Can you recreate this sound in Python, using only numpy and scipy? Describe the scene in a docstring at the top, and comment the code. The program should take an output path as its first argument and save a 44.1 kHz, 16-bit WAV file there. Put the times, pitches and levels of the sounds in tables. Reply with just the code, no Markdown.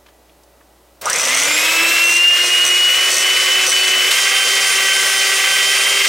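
"""In a quiet kitchen, close by, an electric hand mixer whips cream in a glass bowl.
It is switched on, spins up, and is later clicked one setting faster. The motor whines at multiples of
its turning speed, gears rattle in the plastic casing, and the motor's carbon brushes hiss. The steel
beaters churn the cream and now and then chatter against the bowl. Appliances hum faintly behind it."""
import sys
import numpy as np
from scipy import signal
from scipy.fft import rfft, irfft, next_fast_len
from scipy.io import wavfile
from scipy.ndimage import uniform_filter1d, map_coordinates

SR = 44100
rng = np.random.default_rng(int(sys.argv[2]) if len(sys.argv) > 2 else 0)


def to_wav(sig):
    """Store sig (one row per channel, or 1-D mono) as 16-bit WAV at the path in sys.argv[1].

    Samples outside -1..1 are clipped; the rate is SR.
    """
    pcm = np.clip(np.atleast_2d(sig), -1, 1) * 32767
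    pcm = np.round(pcm).astype(np.int16)
    wavfile.write(sys.argv[1], SR, pcm.T)  # frames by channels


N = 268236

# Levels in the tables are relative. A fade_s is the time a sound takes to die away by 60 dB.
# The cream slows the motor as the beaters are moved around: time_s, lost_turns_per_s
CREAM_DRAG = [(1.35, 10), (1.65, 2), (2.08, 7), (2.3, 4.3), (2.85, 6), (3.05, 2.2), (3.6, 2.4), (3.8, 6.5),
              (4.25, 6), (4.9, 9), (5.6, 8.6), (5.95, 4.7)]
# The fast setting shakes the gears harder: time_s, shake_0_to_1
GEAR_SHAKE = [(4.11, 0.36), (4.14, 0.7), (5.65, 0.79), (6.08, 0.43)]
# Resonances, pitches at which the rising whine swells: pitch_hz, width_hz, boost_db
WHINE_RESONANCES = [(2030, 130, 14), (2813, 386, 16)]
# Tones of the spinning shaft: cycles_per_turn, calm_level_db, full_shake_level_db
SHAFT_TONES = [(1, -37, -36.5), (2, -43, -39), (3, -40, -34.5), (4, -42, -24), (5, -35.5, -22),
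               (6, -33, -73), (7, -28, -30), (12, -35, -28.5), (16, -32.5, -34), (17, -50, -36),
               (21, -38, -34.5), (24, -40, -25), (26, -50, -36), (31, -69, -31), (36, -45.5, -47),
               (38, -52, -60)]
# How well the brush holders pass the motor's whistle: pitch_hz, gain_db
WHISTLE_RESPONSE = [(3500, -24.5), (6800, 7.5), (8200, -2), (10200, 1), (12200, 0.5), (13000, -4)]
# Tone colour of the rattling gears, hissing brushes and churned cream: pitch_hz, level_db
GEAR_SPECTRUM = [(500, -38), (900, -16), (1150, -5), (1420, -6.5), (1800, -4.5), (2100, -2.5), (2700, 2),
                 (3200, -0.5), (3700, -6.5), (6000, -20)]
BRUSH_SPECTRUM = [(1500, -37), (3400, 2.5), (4500, -0.5), (7200, 2.5), (8600, -2), (9400, -2), (10600, -9),
                  (12000, -10), (13000, -25.5), (16000, -44.5)]
CREAM_SPECTRUM = [(30, -70), (100, -18), (280, -14), (400, -9), (510, 2), (690, -4), (850, -6.5),
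                  (1300, -1), (3000, -41)]
# How loud those three get: steady_db, strain_change_db, full_shake_change_db, speed_doubling_change_db
GEAR_LOUDNESS = (-20.5, 2.5, -1, 9)
BRUSH_LOUDNESS = (-25, 0.5, 2.5, 7.5)
CREAM_LOUDNESS = (-32.5, 3, -3, 2.5)
# Resonances of the plastic casing: pitch_hz, width_hz, boost_db
CASING_RESONANCES = [(1596, 72, 8), (2080, 236, 10.5), (2455, 39, 6), (5330, 790, 5)]
# A beater touches the bowl and brakes the gears: start_s, end_s, level_db, grip_0_to_1
BOWL_TOUCHES = [(1.057, 1.072, -19.5, 0), (1.099, 1.112, -15.5, 0.2), (1.131, 1.3, -16.5, 0.53),
                (1.347, 1.46, -14, 0.24), (2.04, 2.18, -12.5, 0.13), (2.453, 2.511, -26, 0.54),
                (2.652, 2.688, -11.5, 0.3), (3.104, 3.225, -15, .7), (3.666, 3.72, -12.5, 1)]
# The ringing of a beater that hits the bowl: pitch_hz, level_db, fade_s
BEATER_RING = [(5940, -1, 0.031), (6230, -1.5, 0.012), (8130, -6, 0.021), (8140, -1.5, 0.013),
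               (8880, -11, 0.026), (10700, -13, 0.019)]
# Clicks of the switch and of the handle in the hand: start_s, level_db, pitch_hz, spread_octaves, fade_s
PLASTIC_CLICKS = [(.06, -33, 1490, 1.1, 0.042), (.082, -37, 1500, 1.3, 0.047), (.291, -41, 2900, .4, .04),
                  (.432, -33, 6500, .6, 0.022), (.605, -37, 1000, .8, 0.043),
                  (1.011, -19, 4000, 3.1, 0.065), (4.106, 2, 3000, 1.15, 0.095)]
# Tone colour of the kitchen's still air: pitch_hz, level_db
AIR_SPECTRUM = [(53, -48), (90, -12.5), (264, -13), (294, -6), (527, -11), (562, -8), (1170, -17.5),
                (1920, -23.5), (15500, -29.5)]
# The hum of kitchen appliances: pitch_hz, level_db
APPLIANCE_HUM = [(59.2, -58.5), (565, -64), (1954, -71)]
# Strength of the room's echoes against the direct sound: pitch_hz, level_db
ECHO_SPECTRUM = [(60, -68), (500, -13), (1200, -16.5), (4500, -16.5), (8000, -13.5), (12000, -72)]

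SWITCH_ON_S, FASTER_AT_S, STRAIN_END_S = 1.012, 4.11, 2.05
SLOW_TURNS_PER_S, FAST_TURNS_PER_S = 384.4, 397  # the two settings, with nothing slowing the motor


def mixer(braked_db=-6):
    """One shaft drives it all: it spins up, steps to the faster setting, and is slowed by the cream."""
    pace, grip = spin_up(), bowl_grip()
    drag, shake = over_time(CREAM_DRAG), over_time(GEAR_SHAKE)
    strain = 1 - ramp(STRAIN_END_S, 0.092)  # the motor labours until it is nearly up to speed
    setting = SLOW_TURNS_PER_S + (FAST_TURNS_PER_S - SLOW_TURNS_PER_S) * ramp(FASTER_AT_S, 0.03)
    speed = pace * (setting - drag) * (1 + 0.000894 * wobble(45))  # turns a second
    turns = np.cumsum(speed) / SR
    force = tooth_force(turns, shake)
    noise = cream(noise_db(CREAM_LOUDNESS, pace, strain, shake))
    noise += gears(force, noise_db(GEAR_LOUDNESS, pace, strain, shake) + braked_db * grip)
    noise += brushes(force, noise_db(BRUSH_LOUDNESS, pace, strain, shake))
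    tones = pace * whine(speed, turns, drag, grip) + shaft(speed, turns, shake)
    tones += strain * sparks(speed, turns, pace)
    return ramp(SWITCH_ON_S, 0.017) * (tones + noise + beaters(turns))


def spin_up(surge_s=0.14, creep_s=0.84, surge_share=0.664):
    """The share of full speed reached, 0 to 1: a quick surge and a slow creep."""
    t = np.maximum(clock() - SWITCH_ON_S, 1 / SR)
    return 1 - surge_share * np.exp(-t / surge_s) - (1 - surge_share) * np.exp(-t / creep_s)


def whine(speed, turns, drag, grip, per_turn=8):
    """The motor's main note swells as it climbs through each resonance; load on the beaters damps it."""
    level_db = -23 + boost_db(WHINE_RESONANCES, per_turn * speed) - 0.5264 * drag - 17 * grip
    return amp(level_db) * tone(turns, per_turn, flutter_db=1.9, rough=0.24)


def shaft(speed, turns, shake):
    """The slightly unbalanced shaft hums, with a row of faint, high overtones on top."""
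    unbalance = np.clip(speed / 325, 0, 1) ** 4  # its force grows steeply with speed
    out = np.zeros(N)
    for per_turn, calm_db, shaken_db in SHAFT_TONES:
        level_db = calm_db + shake * (shaken_db - calm_db)
        smear = 0.28 + 0.016 * per_turn  # the loose shaft blurs high tones more
        out += amp(level_db) * tone(turns, per_turn, flutter_db=2.5, rough=smear, jitter_hz=110)
    overtones = amp(-50) * sum(tone(turns, per_turn) for per_turn in range(25, 50))
    return unbalance * (out + overtones)


def sparks(speed, turns, pace):
    """The motor's spinning contacts (the commutator) spark: a rough growl and a broken, rising whistle."""
    current = 1 - pace  # the starting current falls as the motor gains speed
    growl = ramp(1.055, 0.017) * amp(-40 + 36 * current ** 2)  # sparks begin once the shaft is turning
    growl *= tone(turns, per_turn=12, flutter_db=2.5, rough=1.5, jitter_hz=400)
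    judder = 1.9 - 1.25 * np.clip(speed / 330, 0, 1)  # strongest while the shaft is slow
    whistle = np.zeros(N)
    for per_turn, level_db in [(24, 0), (36, 0), (48, -8), (60, -8)]:
        gain = amp(level_db + db_at(WHISTLE_RESPONSE, per_turn * speed))
        whistle += gain * tone(turns, per_turn, flutter_db=2.6, rough=judder, jitter_hz=330)
    return growl + amp(-32 + 9 * np.log2(pace)) * whistle


def tooth_force(turns, shake):
    """Gear teeth flip between loose and pressed, a little in step with the shaft."""
    contact = np.tanh(0.83 * wobble(1200) + 0.11 * np.cos(2 * np.pi * turns))
    force = amp((2 + 2 * shake) * contact)
    return force / np.sqrt(uniform_filter1d(force ** 2, size=4000))


def gears(force, level_db):
    """The meeting teeth rattle the casing."""
    knocks = rng.standard_normal(N) * force * amp(2 * wobble(70))
    return amp(level_db + 3) * through_casing(knocks, GEAR_SPECTRUM)


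def brushes(force, level_db):
    """Carbon brushes and cooling air hiss, shaken by the gears."""
    hiss = rng.standard_normal(N) * force ** 0.47 * amp(1.08 * wobble(60))
    return amp(level_db + 3.5) * through_casing(hiss, BRUSH_SPECTRUM)


def cream(level_db):
    """The wires churn the thick cream in soft lumps."""
    lumps = rng.standard_normal(N) * amp(1.5 * wobble(60))
    return amp(level_db + 2.5) * through_casing(lumps, CREAM_SPECTRUM)


def beaters(turns, turns_per_wire=4.9, bounce_s=0.0064, bounce_db=-2.5):
    """While a beater touches the bowl, every passing wire strikes it and bounces once."""
    out = np.zeros(N)
    for start_s, end_s, level_db, _ in BOWL_TOUCHES:
        first, last = np.interp([start_s, end_s], clock(), turns)
        for hit_s in np.interp(np.arange(first, last, turns_per_wire), turns, clock()):
            for delay_s, drop_db in [(0, 0), (bounce_s * rng.uniform(0.6, 1.9), bounce_db)]:
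                add(out, hit_s + delay_s, amp(level_db + drop_db - 3.5) * wire_strike())
    cushion = [(300, -2), (5000, 2.5), (9000, 3), (14000, -0.5)]  # cream pads the hit: pitch_hz, gain_db
    return filtered(out, lambda hz: amp(db_at(cushion, hz)))


def wire_strike(scatter_db=2.6):
    """Steel hits glass with a brief scuff and rings, never quite the same way twice."""
    t = np.arange(SR // 12) / SR
    ring = np.zeros(len(t))
    for pitch_hz, level_db, fade_s in BEATER_RING:
        fade = amp(level_db + rng.normal(0, scatter_db) - 60 * t / fade_s)
        ring += fade * np.sin(2 * np.pi * (pitch_hz * rng.normal(1, 0.017) * t + rng.random()))
    scuff = 0.5 * amp(-60 * t / 0.0099) * rng.standard_normal(len(t))
    return ring + scuff


def bowl_grip():
    """How firmly a beater dragging on the bowl takes the slack out of the gears, 0 to 1."""
    t = clock()
    touching = sum(grip * ((t > start_s) & (t < end_s)) for start_s, end_s, _, grip in BOWL_TOUCHES)
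    return uniform_filter1d(np.clip(touching, 0, 1), size=1500)


def clicks(rise_s=0.0039):
    """The plastic switch and handle give short, dry snaps."""
    out, t = np.zeros(N), np.arange(SR // 8) / SR
    hz = np.fft.rfftfreq(len(t), 1 / SR)
    for start_s, level_db, pitch_hz, octaves, fade_s in PLASTIC_CLICKS:
        band = np.exp(-(np.log2((hz + 1) / pitch_hz) / octaves) ** 2 / 2)
        snap = unit(irfft(rfft(rng.standard_normal(len(t))) * band, len(t)))
        rise = (1 - np.exp(-t / rise_s)) ** 2
        add(out, start_s, amp(level_db - 60 * t / fade_s) * rise * snap)
    return out


def kitchen():
    """Still air and the steady hum of appliances."""
    noise = rng.standard_normal(N)
    air = filtered(noise, lambda hz: amp(db_at(AIR_SPECTRUM, np.maximum(hz, 90))) * hz / (hz + 60))
    hum = sum(amp(db) * np.sqrt(2) * np.sin(2 * np.pi * hz * clock()) for hz, db in APPLIANCE_HUM)
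    return amp(-52) * unit(air) + hum


def room_echoes(x, fade_s=0.23):
    """The kitchen's faint echoes differ between left and right."""
    t = np.arange(SR // 3) / SR
    echoes = rng.standard_normal(len(t)) * amp(-60 * t / fade_s)
    side = signal.fftconvolve(x, echoes / np.linalg.norm(echoes))[:N]
    side = filtered(side, lambda hz: amp(db_at(ECHO_SPECTRUM, hz)))
    return np.array([x + side, x - side]) * amp([[-0.15], [0.15]])


def tone(turns, per_turn, flutter_db=5.5, rough=0.27, jitter_hz=70):
    """A tone locked to the shaft; slack in the bearings shakes its level and timing."""
    phase = 2 * np.pi * (per_turn * turns + rng.random()) + rough * wobble(jitter_hz)
    flutter = amp(flutter_db * (wobble(11) + 0.78 * wobble(60)))
    return unit(flutter * np.sin(phase))


def noise_db(loudness, pace, strain, shake):
    """A noise's level follows the speed, the strain of starting and the shaking."""
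    steady_db, strain_db, shake_db, doubling_db = loudness
    return steady_db + strain_db * strain + shake_db * shake + doubling_db * np.log2(pace)


def through_casing(x, spectrum):
    """Give a noise its tone colour and the casing's resonances."""
    return unit(filtered(x, lambda hz: amp(db_at(spectrum, hz) + boost_db(CASING_RESONANCES, hz))))


def boost_db(resonances, hz):
    """How much the resonances add at each pitch."""
    return sum(db / (1 + (2 * (hz - centre) / width) ** 2) for centre, width, db in resonances)


def db_at(spectrum, hz):
    """Read a level between a table's pitches."""
    pitches, levels = np.transpose(spectrum)
    return np.interp(np.log(hz + 1), np.log(pitches + 1), levels)


def filtered(x, response):
    """Turn each frequency up or down by response(hz)."""
    size = next_fast_len(N + SR // 2)
    return irfft(rfft(x, size) * response(np.fft.rfftfreq(size, 1 / SR)), size)[..., :N]


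def over_time(rows):
    """Join (time_s, value) points with straight lines."""
    return np.interp(clock(), *np.transpose(rows))


def wobble(rate_hz):
    """A smooth curve through rate_hz random values a second."""
    return map_coordinates(rng.standard_normal(int(N * rate_hz / SR) + 4), [clock() * rate_hz])


def ramp(start_s, length_s):
    """A straight rise from 0 to 1."""
    return np.clip((clock() - start_s) / length_s, 0, 1)


def add(track, start_s, sound):
    """Mix a short sound into a track."""
    part = track[round(start_s * SR):][:len(sound)]
    part += sound[:len(part)]


def clock():
    """The time of every sample, in seconds."""
    return np.arange(N) / SR


def amp(db):
    """Turn decibels into a multiplier."""
    return 10 ** (np.asarray(db) / 20)


def unit(x):
    """Scale to an average power of 1."""
    return x / np.sqrt(np.mean(x ** 2) + 1e-20)


def scene():
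    """The mixer and its clicks in the kitchen, in stereo."""
    return room_echoes(amp(5.5) * mixer() + clicks() + kitchen())


def record(dry, threshold_db=-18, cut_share=0.57, ceiling=0.9, top_hz=15850):
    """Gain control turns loud moments down, peaks are rounded, and the highest treble is cut."""
    power = uniform_filter1d(np.mean(dry ** 2, axis=0), size=1300)
    excess_db = np.maximum(10 * np.log10(np.abs(power) + 1e-12) - threshold_db, 0)
    lowered = dry * amp(-cut_share * excess_db)
    rounded = lowered / (1 + np.abs(lowered / ceiling) ** 6) ** (1 / 6)
    return filtered(rounded, lambda hz: hz < top_hz)


dry = scene()
out = record(dry)
to_wav(out)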